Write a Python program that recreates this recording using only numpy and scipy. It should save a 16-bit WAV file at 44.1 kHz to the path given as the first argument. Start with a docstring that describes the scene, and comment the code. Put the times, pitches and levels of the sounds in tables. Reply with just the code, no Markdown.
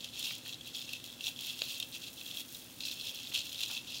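"""Decorating a garland

Hands work a glittery ball into an artificial garland on a staircase, in a quiet room.
Each push bends plastic needles that flick past each other and crackle. Stiff twigs snap free,
and the ball knocks lightly a few times. Under it lies the soft rumble and hum of the house."""
import sys
import numpy as np
from scipy import signal
from scipy.fft import rfft, irfft
from scipy.io import wavfile
from scipy.ndimage import uniform_filter1d

SR = 44100
rng = np.random.default_rng(int(sys.argv[2]) if len(sys.argv) > 2 else 0)


def wrap_up_sound(samples):
    """Save the sound to the file named by the first command line argument, as 16-bit audio."""
    columns = np.atleast_2d(samples).T
    # keep every value between -1 and 1, then stretch to whole-number steps
    tamed = np.clip(columns, -1, 1)
    steps = np.round(tamed * 32767).astype(np.int16)
    wavfile.write(sys.argv[1], SR, steps)


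N = 4 * SR


def amp(db):
    """Turns decibels into a number to multiply a sound by."""
    return 10 ** (np.asarray(db) / 20)


def unit(x):
    """Scales a sound so its average power is 1."""
    return x / np.sqrt(np.mean(x ** 2) + 1e-20)


def peak_at(x, db=0):
    """Scales a sound so its highest peak is at the given level."""
    return amp(db) * x / abs(x).max()


def add(mix, start_s, sound):
    """Mixes a sound in at the given time."""
    part = mix[max(round(start_s * SR), 0):][:len(sound)]
    part += sound[:len(part)]


def colour(x, curve, size=4096):
    """Makes some pitches stronger and others weaker, following a curve of relative levels."""
    hz, db = np.transpose(curve)
    log_hz = np.log(abs(np.fft.fftfreq(size, 1 / SR)) + 1)
    log_gain = np.log(amp(np.interp(log_hz, np.log(hz), db)))
    response = np.exp(np.conj(signal.hilbert(log_gain)))  # rings after a hit, never before it
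    taps = np.fft.ifft(response).real[:size // 2]
    return signal.oaconvolve(x, taps / np.linalg.norm(taps))[:len(x)]


def swell(peak_s, rise_s, fall_s, db):
    """The loudness of one hand movement: it builds to a peak and eases off."""
    t = np.arange(N) / SR
    distance = 2 * abs(t - peak_s) / np.where(t < peak_s, rise_s, fall_s)
    return amp(db) * np.exp(-distance ** 2.01 / 2)


# The tone of the ventilation: pitch_hz, relative_db
RUMBLE_TONE = [(24, -57), (38, -16), (60, -6.5), (100, -3.5), (130, 1.5), (190, -3.5), (290, 0.5),
               (400, -8.5), (600, -9.5), (1100, -15), (6000, -15), (16000, -21.5)]
# The notes the house hums: pitch_hz, level_db
HUM_NOTES = [(114, -70.5), (246, -66.5), (479, -79.5), (533, -76.5)]

def house(rumble_db=-56, waver_hz=2.8):
    """Ventilation rumbles steadily under a few humming notes that waver in pitch."""
    out = amp(rumble_db) * unit(colour(rng.standard_normal(N), RUMBLE_TONE))
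    for hz, db in HUM_NOTES:
        waver = unit(uniform_filter1d(rng.standard_normal(N), SR // 20))
        phase = 2 * np.pi * np.cumsum(hz + waver_hz * waver) / SR
        out += amp(db) * unit(np.sin(phase))
    return out


def stairwell(x, low_fade_s=0.28, high_fade_s=0.33):
    """The walls send back scattered echoes, which drop by 60 dB over the fade times."""
    t = np.arange(SR // 2) / SR
    echoes = rng.standard_normal(len(t)) * (rng.random(len(t)) < 3000 / SR) * (t > .003)
    low = signal.sosfilt(signal.butter(2, 6000, fs=SR, output="sos"), echoes)
    high = (echoes - low) / 2
    tail = low * amp(-60 * t / low_fade_s) + high * amp(-60 * t / high_fade_s)
    return signal.oaconvolve(x, tail / np.linalg.norm(tail))[:N]


# The notes of the wire inside the garland: pitch_hz, relative_db
WIRE_NOTES = [(2675, -9), (3300, -16)]

def wire_spine(x, width_hz=60):
    """The garland's wire rings on faintly after whatever shakes it."""
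    return sum(amp(db) * signal.lfilter(*signal.iirpeak(hz, hz / width_hz, fs=SR), x)
               for hz, db in WIRE_NOTES)


# The ball's nudges against the branches: start_s, peak_db, pitch_hz, fade_s
BALL_BUMPS = [(.309, -30, 2400, .002), (.461, -37, 2500, .004), (1.275, -49, 900, .006),
              (3.32, -42, 2200, .005), (3.696, -44, 1300, .01), (3.716, -48.5, 700, .016)]
# The notes of its hollow shell: pitch_hz, relative_db
SHELL_NOTES = [(560, -11.5), (950, -20), (1550, -18), (2650, -3), (3230, -4), (4000, 0), (4400, -2),
               (5300, -12), (6800, -11)]

def ball(tap_start_s=1.6181, tap_db=-18, ring_s=.00062):
    """The light ball bumps the branches dully, and once taps hard enough to ring its shell."""
    out, t = np.zeros(N), np.arange(3000) / SR
    for start_s, db, hz, fade_s in BALL_BUMPS:
        band = signal.butter(1, [hz / 2 ** .5, hz * 2 ** .25], "band", fs=SR, output="sos")
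        burst = rng.standard_normal(len(t)) * np.exp(-t / fade_s)
        add(out, start_s, peak_at(signal.sosfilt(band, burst), db))
    shell = sum(amp(db) * np.sin(2 * np.pi * hz * t) for hz, db in SHELL_NOTES)
    tap = shell * t ** 2 * np.exp(-t / ring_s)
    add(out, tap_start_s, peak_at(tap, tap_db))
    return out


# The bright tone of ticks and fine crackle: pitch_hz, relative_db
CRACKLE_TONE = [(100, -64), (2000, -20), (4000, -1), (7000, 3), (8000, -3), (8600, 3), (9500, 0.5),
                (12500, 1.5), (15700, 4.5)]
# Ticks of single needle tips: start_s, relative_db
TIP_TICKS = [(.0445, -35), (.1945, -27), (.352, -33), (0.382, -33), (.4783, -32), (0.677, -31),
             (0.933, -29), (1.0415, -33), (1.41, -27), (1.468, -27), (1.5254, -37), (1.6841, -34),
             (1.8, -23), (1.888, -35.5), (2.5537, -36), (2.596, -36), (3.345, -28), (3.6092, -34)]

def needle_tips(gain_db=1, fade_s=0.0011):
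    """A single needle tip ticks with a tiny burst of bright noise."""
    out, t = np.zeros(N), np.arange(1500) / SR
    for start_s, db in TIP_TICKS:
        burst = rng.standard_normal(len(t)) * np.exp(-t / fade_s)
        add(out, start_s, peak_at(colour(burst, CRACKLE_TONE), db + gain_db))
    return out


# The tone of the plastic needles and twigs: pitch_hz, relative_db
NEEDLE_TONE = [(100, -32.5), (1750, -27.5), (2200, -20.5), (2400, -14), (2660, -1.5), (2930, -6.5),
               (3290, 1.5), (3650, -1.5), (4200, -3.5), (4800, -10.5), (5400, -9), (6200, -13),
               (6850, -11.5), (8000, -19.5), (16000, -25)]
# Twigs snapping free: start_s, relative_db, pitch_hz
TWIG_SNAPS = [(0.0436, -28, 3140), (0.5262, -31, 3530), (0.5325, -31, 3360), (0.543, -31.5, 3820),
              (0.61, -34.5, 3350), (0.7542, -33, 3430), (0.816, -29.5, 3500), (0.891, -30.5, 2760),
              (0.9341, -27.5, 2640), (1.041, -33.5, 3400), (1.2077, -28.5, 2830), (1.2401, -26, 3570),
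              (1.268, -23.5, 3070), (1.3618, -35.5, 3230), (1.3894, -27, 3240), (1.8004, -23.5, 3630),
              (1.8261, -24.5, 3250), (2.2628, -32.5, 3330), (2.3118, -27.5, 3320), (2.371, -29, 3340),
              (2.5485, -32.5, 3720), (2.8053, -25.5, 3746), (2.823, -31.5, 4160), (2.835, -28, 4130),
              (2.8522, -24.5, 4020), (2.8839, -27, 4080), (2.9125, -27.5, 3920), (2.9975, -30, 3330),
              (3.011, -26.5, 4220), (3.0922, -28.5, 3260), (3.3448, -25, 3200), (3.3587, -21, 2660),
              (3.529, -31, 3220), (3.6338, -19, 4000), (3.7125, -27, 3280), (3.7684, -29.5, 2630)]

def twigs(gain_db=-1, rise_s=0.0005, ring_s=0.0016, shake_s=0.0049):
    """A stiff twig lets go, rings for a moment and shakes its needles."""
    out, t = np.zeros(N), np.arange(1500) / SR
    rise = np.minimum(t / rise_s, 1) ** 2
    fade = np.exp(-np.maximum(t - 2 * rise_s, 0) / ring_s)
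    for start_s, db, hz in TWIG_SNAPS:
        shake = colour(rng.standard_normal(len(t)) * np.exp(-t / shake_s), NEEDLE_TONE)
        ring = colour(rise * fade * np.sin(2 * np.pi * hz * t), NEEDLE_TONE)
        snap = peak_at(ring) + peak_at(shake)
        add(out, start_s, peak_at(snap, db + gain_db))
    return out


def flurry(per_s, spread_db=3, ring_s=.0018, sliding=.33):
    """The flickering power of random flicks, big and small, on top of smooth sliding."""
    strength = amp(spread_db * np.minimum(rng.exponential(1, N), 4))
    flicks = strength ** 2 * (rng.random(N) < per_s / SR)
    power = signal.lfilter([1], [1, -np.exp(-2 / (ring_s * SR))], flicks)  # each dies away quickly
    return power / power.mean() + sliding ** 2


def needles(sizes=6, flicks_per_s=400, alone_share=0.45):
    """Each size of needle rustles in its own pitch range, partly with the others, partly alone."""
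    together = flurry(flicks_per_s)
    hz, centres_hz = np.fft.rfftfreq(N, 1 / SR), np.geomspace(2600, 7000, sizes)
    spectrum, out = rfft(rng.standard_normal(N)), np.zeros(N)
    for one_size in np.eye(sizes):
        band = irfft(spectrum * np.interp(hz, centres_hz, one_size), N)
        alone = flurry(flicks_per_s / 2)
        out += band * np.sqrt((1 - alone_share) * together + alone_share * alone)
    return out


# Bright scrapes of the needles: peak_s, rise_s, fall_s, level_db
NEEDLE_SCRAPES = [(.84, .03, .04, -56), (2.85, 0.05, 0.17, -48.5), (3.96, 0.05, 0.11, -50)]

def scrapes(band_hz=(4020, 5770)):
    """Needles scrape with a thin, high rustle that swells and fades."""
    band = signal.butter(2, band_hz, "band", fs=SR, output="sos")
    rustle = unit(signal.sosfilt(band, needles()))
    return rustle * sum(swell(*row) for row in NEEDLE_SCRAPES)


# The fine crackle that carries on between pushes: time_s, relative_db
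LINGERING_CRACKLE = [(0, -65), (1.0, -59), (1.6, -47), (2.6, -47), (2.72, -46), (3.0, -58), (3.7, -55),
                     (3.82, -53)]
# Pushes of the hands: peak_s, rise_s, fall_s, relative_db, extra_crackle_db
HAND_PUSHES = [(0.054, 0.24, 0.11, -48, -7), (0.144, 0.024, 0.038, -44.5, -10),
               (0.194, 0.029, 0.092, -38.5, -5), (0.245, 0.026, 0.15, -36.5, -3.5),
               (0.477, 0.05, 0.076, -43.5, -4), (0.674, 0.042, 0.049, -46.5, -2),
               (0.754, 0.019, 0.023, -37, -10), (0.784, 0.015, 0.099, -42.5, -1.5),
               (0.934, 0.089, 0.086, -43.5, -7), (1.047, 0.0092, 0.14, -48, 2.5),
               (1.276, 0.069, 0.049, -38, 0), (1.473, 0.12, 0.096, -39, -3), (1.629, 0.082, 0.1, -41, 0),
               (1.698, 0.035, 0.15, -38, -2), (1.954, 0.043, 0.036, -40, -5),
               (2.036, 0.035, 0.026, -45, -12), (2.081, 0.031, 0.019, -42, -15),
               (2.193, 0.038, 0.082, -48.5, 4), (2.272, 0.036, 0.14, -45.5, 2),
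               (2.405, 0.082, 0.027, -42, 5.5), (2.553, 0.1, 0.11, -54, 12.5),
               (2.81, 0.0054, 0.11, -49.5, -18), (2.856, 0.0076, 0.061, -38.5, 0.5),
               (2.934, 0.035, 0.021, -40.5, 2.5), (3.014, 0.094, 0.029, -44.5, 2),
               (3.074, 0.055, 0.075, -39, -1), (3.151, 0.021, 0.071, -41.5, -2),
               (3.272, 0.12, 0.13, -44, -1.5), (3.349, 0.026, 0.12, -35, -9), (3.451, 0.015, 0.32, -46, 3),
               (3.624, 0.074, 0.053, -37.5, -7), (3.749, 0.18, 0.059, -38.5, -5),
               (3.911, 0.088, 0.069, -42.5, -10), (3.954, 0.028, 0.079, -41, -8)]

def pushed_garland(resting_db=-56.5, flick_gain_db=-1.85, crackle_gain_db=-8.5):
    """Each push bends needles so they flick and crackle. Under resting hands they still stir."""
    flick_power = np.full(N, amp(resting_db) ** 2)
    crackle_power = amp(np.interp(np.arange(N) / SR, *np.transpose(LINGERING_CRACKLE))) ** 2
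    for peak_s, rise_s, fall_s, db, extra_crackle_db in HAND_PUSHES:
        push_power = swell(peak_s, rise_s, fall_s, db) ** 2
        flick_power += push_power
        crackle_power += push_power * amp(extra_crackle_db) ** 2
    flicks = colour(needles() * np.sqrt(flick_power), NEEDLE_TONE)
    hiss = rng.standard_normal(N)
    flicker = flurry(per_s=850, spread_db=3.5, ring_s=.0004)
    crackle = colour(hiss * np.sqrt(crackle_power * flicker), CRACKLE_TONE)
    return amp(flick_gain_db) * flicks + amp(crackle_gain_db) * crackle


def scene(echo_db=-13.5):
    """Mixes the garland, the ball, their echoes and the house into one channel."""
    garland = pushed_garland() + scrapes() + twigs() + needle_tips()
    near = garland + wire_spine(garland) + ball()
    return (near + amp(echo_db) * stairwell(near) + house())[None]


def record(dry, cutoff_hz=15830):
    """Takes away the very highest pitches."""
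    low_pass = signal.firwin(1023, cutoff_hz, window=("kaiser", 8), fs=SR)
    return signal.oaconvolve(dry, low_pass[None], "same")


dry = scene()
out = record(dry)
wrap_up_sound(out)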